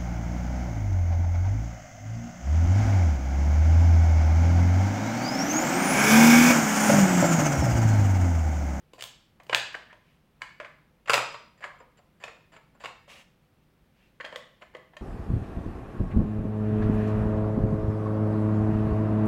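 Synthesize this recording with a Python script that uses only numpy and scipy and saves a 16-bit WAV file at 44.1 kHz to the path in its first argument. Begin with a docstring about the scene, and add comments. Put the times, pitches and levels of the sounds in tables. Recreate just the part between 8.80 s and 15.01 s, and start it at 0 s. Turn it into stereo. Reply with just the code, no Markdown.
"""A hard plastic treat puzzle clacks as a small dog noses it: a sliding disc, a loose cone, a hinged flap.
Each knock is a snap plus chatter ringing the hollow plastic; disc and cone also rock the tray on the
laminate floor. Pieces scrape and squeak in their tracks, and the cone's thin wall tinkles.
The dog snuffles once before the flap, and its coat rustles. The bare room echoes over a low hum."""
import sys
import numpy as np
from scipy import signal
from scipy.fft import rfft, irfft, next_fast_len
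from scipy.io import wavfile
from scipy.ndimage import uniform_filter1d

SR = 44100
rng = np.random.default_rng(int(sys.argv[2]) if len(sys.argv) > 2 else 0)


def transcribe(u):
    """Save the signal u as a 16-bit wav file named by the first command-line argument.

    u: samples, shape (n,) or (channels, n), limited to [-1, 1]; the rate is SR.
    q: integer samples, one column per channel.
    """
    v = np.clip(np.atleast_2d(u).T, -1, 1)
    q = np.round(v * 32767).astype(np.int16)
    wavfile.write(sys.argv[1], SR, q)


N = 273859
TIME_S = np.arange(N) / SR

# Knocks. Each row: start in seconds, level in dB, bass in dB, hardness (treble over middle) in dB.
DISC_HITS = [(0.134, -48.5, 20, 4.5), (0.1808, -50, 19, -1), (0.2085, -41, -7.5, 4.5),
             (0.2237, -35.5, 2.5, 8), (0.239, -38.5, -1, 10.5), (0.5989, -51, 4.5, -12.5),
             (0.6334, -61.5, 0, 13), (0.6664, -56.5, 19, 6), (0.6957, -31.5, 9.5, -7.5),
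             (0.7288, -24.5, -0.5, -11), (0.7322, -27.5, -11, -11.5), (0.7475, -17, -12.5, 2.5),
             (0.95, -38.5, 1.5, -8), (1.127, -49.5, 5, -12.5), (1.6182, -33.5, -3, -5.5),
             (1.7997, -36.5, 3, -14), (1.8083, -44.5, -6, -13.5), (1.8464, -43.5, -14, -17),
             (1.8572, -49, 0, -13)]
CONE_HITS = [(2.258, -50.5, -6, -4), (2.274, -41, 0, -8), (2.2809, -33.5, -16, -17),
             (2.2963, -17.5, -6, -10.5), (2.3029, -23, -6.5, -5.5), (2.3337, -19, -5.5, -6),
             (2.3409, -18, -3, 0.5), (2.3464, -22.5, -2, -8.5), (2.3776, -23, -3, -7),
             (2.543, -38.5, 1.5, -9), (2.839, -34.5, -22.5, -18.5), (2.848, -42.5, 9, -5),
             (3.001, -47.5, 3.5, -23.5), (3.188, -57.5, 10, -15.5), (3.4379, -35.5, -9, -5),
             (3.4784, -42, -2.5, -10.5), (3.763, -48.5, -1, -12), (3.947, -58.5, 0.5, -23),
             (4.0373, -38.5, -2, -11), (4.0462, -39, -2.5, -3), (4.0568, -35, -6, -6),
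             (4.2769, -52.5, 13, -8)]
FLAP_HITS = [(5.4005, -37.5, -1, -15.5), (5.4075, -39, -18, -9.5), (5.4437, -39, 3, -10),
             (5.4482, -36.5, -19, -9), (5.46, -44.5, 5, -4), (5.5245, -41, 12, -8), (5.5591, -34.5, 6, 0),
             (5.8195, -46.5, -1, -9), (5.949, -38.5, 5.5, -11), (5.9665, -52.5, 17, 1.5),
             (6.1339, -53, 8, -14), (6.1672, -42.5, 2, -4)]
# Each row: start in seconds, length in seconds, level in dB, hardness in dB.
SLIDE_STROKES = [(0.134, 0.036, -64.5, 11), (0.187, 0.027, -50.5, 1), (0.689, 0.065, -53.5, 1),
                 (1.607, 0.016, -56.5, -15.5), (2.776, 0.026, -64.5, -10.5), (2.806, 0.082, -51.5, -12),
                 (2.989, 0.021, -66, -23), (3.172, 0.022, -63.5, -4.5), (3.4, 0.06, -54, -12),
                 (3.719, 0.054, -55.5, -9), (3.999, 0.037, -52.5, -5), (5.519, 0.044, -50, -17),
                 (5.812, 0.03, -50.5, -18), (5.937, 0.014, -56.5, -18)]
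# Each row: start in seconds, length in seconds, level in dB.
SQUEAK_EVENTS = [(0.726, 0.012, -28), (.942, 0.011, -34), (1.097, .03, -54.5), (1.846, 0.01, -47.5),
                 (2.822, 0.033, -42.5), (2.901, 0.019, -54.5)]
COAT_SWELLS = [(1.197, 0.2, -69), (5.124, 0.21, -68.5)]
# Plastic resonances. Each row: centre in Hz, width in Hz, strength in dB.
DISC_RESONANCES = [(607, 200, -4), (1040, 80, -4), (1640, 56, -6.5), (1750, 80, -7), (2161, 240, -10),
                   (2990, 120, -6), (4680, 530, -1.5), (6400, 240, -3)]
CONE_RESONANCES = [(455.5, 56, -7.5), (573, 180, 3.5), (713, 37.6, -0.5), (937, 40, -1), (1056, 130, 2),
                   (1277, 53, 0.5), (2120, 100, -3.5), (2720, 53, -11), (3700, 27, -5), (4260, 88, 3),
                   (4860, 70, 7.5), (6950, 45, 3.5), (7100, 310, -0.5)]
FLAP_RESONANCES = [(516, 22, 8.5), (586, 72, 8.5), (1107, 80, 1), (1800, 88, 6.5), (1980, 68, 5),
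                   (2114, 51, 0.5), (3180, 160, 3), (3900, 70, -14.5), (4290, 100, 5), (4900, 54, 7.5),
                   (6880, 420, -3)]
TRACK_RESONANCES = [(634, 70, 2.5), (1020, 65, -0.5), (1770, 130, 3), (2950, 120, -5.5), (4620, 97, 13),
                    (7270, 250, 8)]
# Each row: frequency in Hz, T60 in seconds, relative level in dB.
CONE_WALL_MODES = [(4770, 0.15, -10), (4960, 0.14, -8.5), (7260, 0.035, 3.5), (7290, 0.03, 3)]
# Bass, middle, treble and top of a contact.
CONTACT_BANDS_HZ = [550, 1600, 3700, 9500]
# Spectral shapes. Each row: frequency in Hz, gain in dB.
PLASTIC_RADIATION_DB = [(40, -37), (110, -19), (220, -11.5), (350, -6), (520, 0), (800, 0), (1100, 1),
                        (1600, 1.5), (2700, 5.5), (4500, -3.5), (5900, -4), (7300, 1.5), (9500, -1.5),
                        (16000, -1.5)]
SNUFFLE_SHAPE_DB = [(120, -42), (200, -7.5), (345, -11.5), (378, -10.5), (471, -7), (607, -2), (769, -10),
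                    (974, -6.5), (1480, -8.5), (2750, -0.5), (4750, -14), (6350, -14), (15500, -27.5)]
COAT_SHAPE_DB = [(300, -11), (1500, -7.5), (2700, 1), (4500, -13.5), (12000, -28.5)]
ECHO_SHAPE_DB = [(100, -1.2), (400, -3), (1000, 1), (2500, -1), (6000, 1.5), (14000, -0.43)]
AIR_SHAPE_DB = [(12, -38), (20, -11.5), (53, -6.5), (123, -9.5), (149, -4), (176, -6.5), (233, -8.5),
                (268, -12.5), (345, -14), (443, -18), (510, -14), (554, -18.5), (2800, -26.5),
                (7230, -39.5), (15800, -37.5)]
# Each row: frequency in Hz, T60 in seconds.
ECHO_T60_S = [(100, 0.55), (260, 0.52), (700, 0.43), (1840, 0.51), (4850, 0.56), (12800, 0.19)]
# Each row: frequency in Hz, left-right correlation.
ECHO_CORRELATION = [(100, 0.97), (300, 0.97), (600, 1), (1100, 0.43), (2000, -0.15), (4000, -0.25),
                    (14000, -0.13)]
AIR_CORRELATION = [(50, .94), (150, .9), (350, .6), (800, .3), (1500, .1), (14000, 0)]
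# Each row: frequency in Hz, rms level in dB.
HUM_TONES = [(48.4, -81), (117, -83.5), (150.7, -76.5)]

# Top band. Each: gain in dB, dB per dB of hardness, dB per dB of level over REF_LEVEL_DB.
DISC_TOP, CONE_TOP = (-13.5, 1.25, -0.24), (-19.5, 0.8, 0.33)
FLAP_TOP, TRACK_TOP = (-13.5, 1.6, 0), (-12.5, 0.93, 0)
REF_LEVEL_DB, REF_HARDNESS_DB = -40, -10  # a middling knock


def knocks(hits, modes, top, chatter_s, chatter_db, correlation, snap_s, room_db, size=3000):
    """A snap and a dying buzz of re-contacts per hit; returns direct sound and echo."""
    direct, *echo_paths = np.zeros((3, 2, N))
    t = TIME_S[:size]
    for k, (start_s, level_db, bass_db, hardness_db) in enumerate(hits):
        # Stronger, harder hits settle sooner, with less chatter and more snap.
        halvings = (level_db - REF_LEVEL_DB) / 28 + (hardness_db - REF_HARDNESS_DB) / 16
        decay_s = chatter_s / 2 ** halvings
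        buzz = np.exp(-t / decay_s) * (1 - np.exp(-t / (0.36 * decay_s)))
        force = from_db(chatter_db) * min(1, decay_s / .0018) ** 2 * noise_pair(correlation, size) * buzz
        force[:, 0] += np.exp(-decay_s / snap_s)
        clack = plastic(force, contact_colour(level_db, bass_db, hardness_db, top), modes)
        clack *= from_db(level_db) * np.sqrt(SR / 100)  # rms over 10 ms
        add(direct, start_s, clack)
        # Successive knocks alternate between two room echoes, so the tail sounds more diffuse.
        add(echo_paths[k % 2], start_s, clack * from_db(room_db))
    return direct, sum(room(path) for path in echo_paths)


def contact_colour(level_db, bass_db, hardness_db, top):
    """Bass, treble and top in dB; harder contacts reach higher."""
    top_db, per_hardness, per_level = top
    top_db += per_hardness * hardness_db + per_level * (level_db - REF_LEVEL_DB)
    return bass_db, hardness_db, top_db


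def plastic(force, colour_db, modes, size=8192):
    """Shell response to a force: contact colour, radiation and modes; unit energy."""
    hz = np.fft.rfftfreq(size, 1 / SR)
    bass_db, treble_db, top_db = colour_db
    contact = [*zip(CONTACT_BANDS_HZ, [bass_db, 0, treble_db, top_db]), (SR / 2, top_db * 1.9)]
    shape_db = at_hz(PLASTIC_RADIATION_DB, hz) + at_hz(contact, hz)
    # Minimum phase: nothing sounds before the contact.
    cepstrum = irfft(np.log(from_db(shape_db)))
    cepstrum[1:size // 2] *= 2
    cepstrum[size // 2 + 1:] = 0
    ringing = 1 + sum(from_db(db) / (1 + 2j * (hz - mode_hz) / width_hz) for mode_hz, width_hz, db in modes)
    sound = irfft(rfft(force, size) * np.exp(rfft(cepstrum)) * ringing)
    return sound / np.sqrt(np.sum(sound ** 2) / 2)


def tray_rocking(hz=122, t60_s=0.4, gain_db=-24, bass_share=0.54):
    """Disc and cone hits, bassy ones most, set the tray booming on the floor."""
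    t, power = TIME_S[:SR // 2], np.zeros(N)
    boom = fade(t, t60_s) * np.minimum(t * hz, 1)
    for start_s, level_db, bass_db, _ in [*DISC_HITS, *CONE_HITS]:
        add(power, start_s, (from_db(level_db + bass_share * bass_db + gain_db) * boom) ** 2)
    return np.sqrt(power) * wavering_tone(hz, N, waver=0.04, smooth_samples=800)


def cone_tinkles(chatter_s=0.008, knock_db=-61, slide_db=-69.5, spread_db=2.5, size=2048):
    """Fine chatter rings the cone's thin wall, in a new modal balance per touch."""
    out, t = np.zeros((2, N)), TIME_S[:size * 2]
    knocked = [(s, knock_db + 0.77 * (db - REF_LEVEL_DB)) for s, db, *_ in CONE_HITS]
    brushed = [(s, slide_db) for s, *_ in SLIDE_STROKES if CONE_HITS[0][0] < s < CONE_HITS[-1][0]]
    for start_s, level_db in knocked + brushed:
        chatter = noise_pair(0.37, size) * np.exp(-t[:size] / chatter_s)
        ring = 0
        for hz, t60_s, db in CONE_WALL_MODES:
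            gain = from_db(db + spread_db * rng.standard_normal())
            ring += gain * np.sin(2 * np.pi * hz * t) * fade(t, t60_s)
        tinkle = signal.fftconvolve(chatter, ring[None], axes=1)
        rms_20ms = np.sqrt(np.sum(tinkle ** 2) / (SR / 50))
        add(out, start_s, from_db(level_db) * tinkle / rms_20ms)
    return out


def slides(slips_per_s=200, slip_db=18, bass_db=3.5, size=4096):
    """Pieces scrape in their tracks: friction noise plus uneven slips."""
    out = np.zeros((2, N))
    for start_s, length_s, level_db, hardness_db in SLIDE_STROKES:
        friction = noise_pair(0.6, size)
        slipping = rng.random(size) < slips_per_s / SR
        slips = slipping * rng.standard_normal(size) * from_db(slip_db)
        force = (friction + slips) * arch(TIME_S[:size], length_s) ** 0.29
        colour_db = contact_colour(level_db, bass_db, hardness_db, TRACK_TOP)
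        scrape = plastic(force, colour_db, TRACK_RESONANCES) * np.sqrt(length_s * SR)
        add(out, start_s, from_db(level_db) * scrape)
    return out


def squeaks(hz=1758, rasp_db=-2.5, rasp_colour_db=(-16.5, -18, -41), size=2048):
    """Stick-slip locks on to one resonance and rasps against the track."""
    out = np.zeros((2, N))
    for start_s, length_s, level_db in SQUEAK_EVENTS:
        swell = arch(TIME_S[:size], length_s) ** 0.5
        tone = np.sqrt(2) * swell * wavering_tone(hz, size, waver=0.074, smooth_samples=90)
        friction = noise_pair(0.75, size) * swell
        rasp = plastic(friction, rasp_colour_db, DISC_RESONANCES) * np.sqrt(length_s * SR)
        add(out, start_s, from_db(level_db) * tone)
        add(out, start_s, from_db(level_db + rasp_db) * rasp)
    return out


def snuffle(start_s=4.275, level_db=-49, sag_db_per_s=59, attack_s=0.029, hold_s=0.11, release_s=0.028):
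    """One short rush of air through the dog's nose."""
    t = TIME_S - start_s
    rise = np.clip(t / attack_s, 0, 1)
    stop = np.clip(1 - (t - attack_s - hold_s) / release_s, 0, 1)
    flow = rise * stop * from_db(level_db - sag_db_per_s * np.maximum(t - attack_s, 0))
    return flow * coloured_noise(SNUFFLE_SHAPE_DB, [(200, 0.54), (8000, 0.73)])


def coat_rustles():
    """Long fur brushes a cloth vest as the dog shifts."""
    motion = sum(from_db(db) * arch(TIME_S - start_s, length_s) for start_s, length_s, db in COAT_SWELLS)
    return motion * coloured_noise(COAT_SHAPE_DB, [(200, 0.8), (8000, 0.3)])


def room(x, build_s=0.0034, bands=16):
    """Reflections thicken, then die, the top first; new paths per call."""
    t, hz = TIME_S[:SR], np.fft.rfftfreq(SR, 1 / SR)
    noise = noise_spectra(ECHO_CORRELATION, SR)
    edges_hz = np.geomspace(70, 17000, bands + 1)
    response, build = 0, 1 - np.exp(-(t / build_s) ** 2)
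    for low_hz, high_hz in zip(edges_hz, edges_hz[1:]):
        centre_hz = np.sqrt(low_hz * high_hz)
        band = irfft(noise * ((hz >= low_hz) & (hz < high_hz)))
        tail = fade(t, at_hz(ECHO_T60_S, centre_hz)) * build
        response += band * tail / np.sqrt(np.sum(tail ** 2)) * from_db(at_hz(ECHO_SHAPE_DB, centre_hz))
    return signal.fftconvolve(x, response, axes=1)[:, :N]


def background(air_db=-63.5):
    """Still air and a faint appliance hum."""
    hum = sum(from_db(db) * np.sin(2 * np.pi * (hz * TIME_S + rng.random())) for hz, db in HUM_TONES)
    return from_db(air_db) * coloured_noise(AIR_SHAPE_DB, AIR_CORRELATION) + np.sqrt(2) * hum


def mic_pair(x, left_lag_s=25e-6, shared_below_hz=600):
    """Two close microphones share the bass; the left lags."""
    size = next_fast_len(N + SR // 20, True)
    hz = np.fft.rfftfreq(size, 1 / SR)
    left, right = rfft(x, size)
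    mid = (left + right) / 2
    side = (left - right) / 2 * hz / (hz - 1j * shared_below_hz)
    lag = np.exp(-2j * np.pi * hz * left_lag_s)
    return irfft(np.array([(mid + side) * lag, mid - side]), size)[:, :N]


def from_db(db):
    return 10 ** (np.asarray(db) / 20)


def unit_rms(x):
    return x / np.sqrt(np.mean(x ** 2) + 1e-20)


def at_hz(points, hz):
    """Interpolate over log frequency."""
    known_hz, values = np.transpose(points)
    return np.interp(np.log(np.maximum(hz, 1)), np.log(known_hz), values)


def add(track, start_s, sound):
    """Mix in place."""
    start = int(round(start_s * SR))
    part = sound[..., :N - start]
    track[..., start:start + part.shape[-1]] += part


def fade(t, t60_s):
    """Exponential decay."""
    return np.exp(-np.log(1000) * t / t60_s)


def arch(t, length_s):
    """Half-sine envelope."""
    return np.abs(np.sin(np.pi * np.clip(t / length_s, 0, 1)))


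def wavering_tone(hz, size, waver, smooth_samples):
    """Sine with randomly wandering pitch."""
    wander = unit_rms(uniform_filter1d(rng.standard_normal(size), size=smooth_samples))
    return np.sin(2 * np.pi * np.cumsum(hz * (1 + waver * wander)) / SR)


def stereo(mid, side, correlation):
    """Left and right from two independent noises."""
    return np.sqrt((1 + correlation) / 2) * mid + np.sqrt((1 - correlation) / 2) * side * [[1], [-1]]


def noise_pair(correlation, size):
    """Stereo white noise."""
    return stereo(*rng.standard_normal((2, size)), correlation)


def noise_spectra(correlations, size):
    """Stereo white spectra, correlated per frequency."""
    correlation = np.clip(at_hz(correlations, np.fft.rfftfreq(size, 1 / SR)), -1, 1)
    return stereo(*rfft(rng.standard_normal((2, size))), correlation)


def coloured_noise(shape_db, correlations):
    """Steady shaped stereo noise; unit rms."""
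    size = next_fast_len(N, True)
    gain = from_db(at_hz(shape_db, np.fft.rfftfreq(size, 1 / SR)))
    return unit_rms(irfft(noise_spectra(correlations, size) * gain, size)[:, :N])


def scene():
    """Toy and dog close by, slightly louder on the left, with echo and background."""
    rubbing = slides() + squeaks() + snuffle() + coat_rustles()
    tinkles = cone_tinkles()
    disc = knocks(DISC_HITS, DISC_RESONANCES, DISC_TOP,
                  chatter_s=0.0035, chatter_db=-12.5, correlation=0.86, snap_s=0.0012, room_db=-0.5)
    cone = knocks(CONE_HITS, CONE_RESONANCES, CONE_TOP,
                  chatter_s=0.0044, chatter_db=-10, correlation=0.78, snap_s=0.0024, room_db=-0.5)
    flap = knocks(FLAP_HITS, FLAP_RESONANCES, FLAP_TOP,
                  chatter_s=0.004, chatter_db=-13.5, correlation=0.64, snap_s=0.0017, room_db=-1.5)
    direct, echo = np.sum([disc, cone, flap], axis=0)
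    direct += rubbing + tinkles
    echo += room(from_db(-5.5) * rubbing + from_db(-18.5) * tinkles)
    balance = from_db([[0.3], [-0.3]])
    return (mic_pair(direct) + echo + tray_rocking()) * balance + background()


def record(dry):
    """Soft limit near full scale, then a steep low-pass."""
    ceiling, cutoff_hz = 0.9, 15900
    limited = dry / (1 + (dry / ceiling) ** 6) ** (1 / 6)
    return signal.sosfilt(signal.ellip(10, .1, 80, cutoff_hz, fs=SR, output="sos"), limited)


dry = scene()
out = record(dry)
transcribe(out)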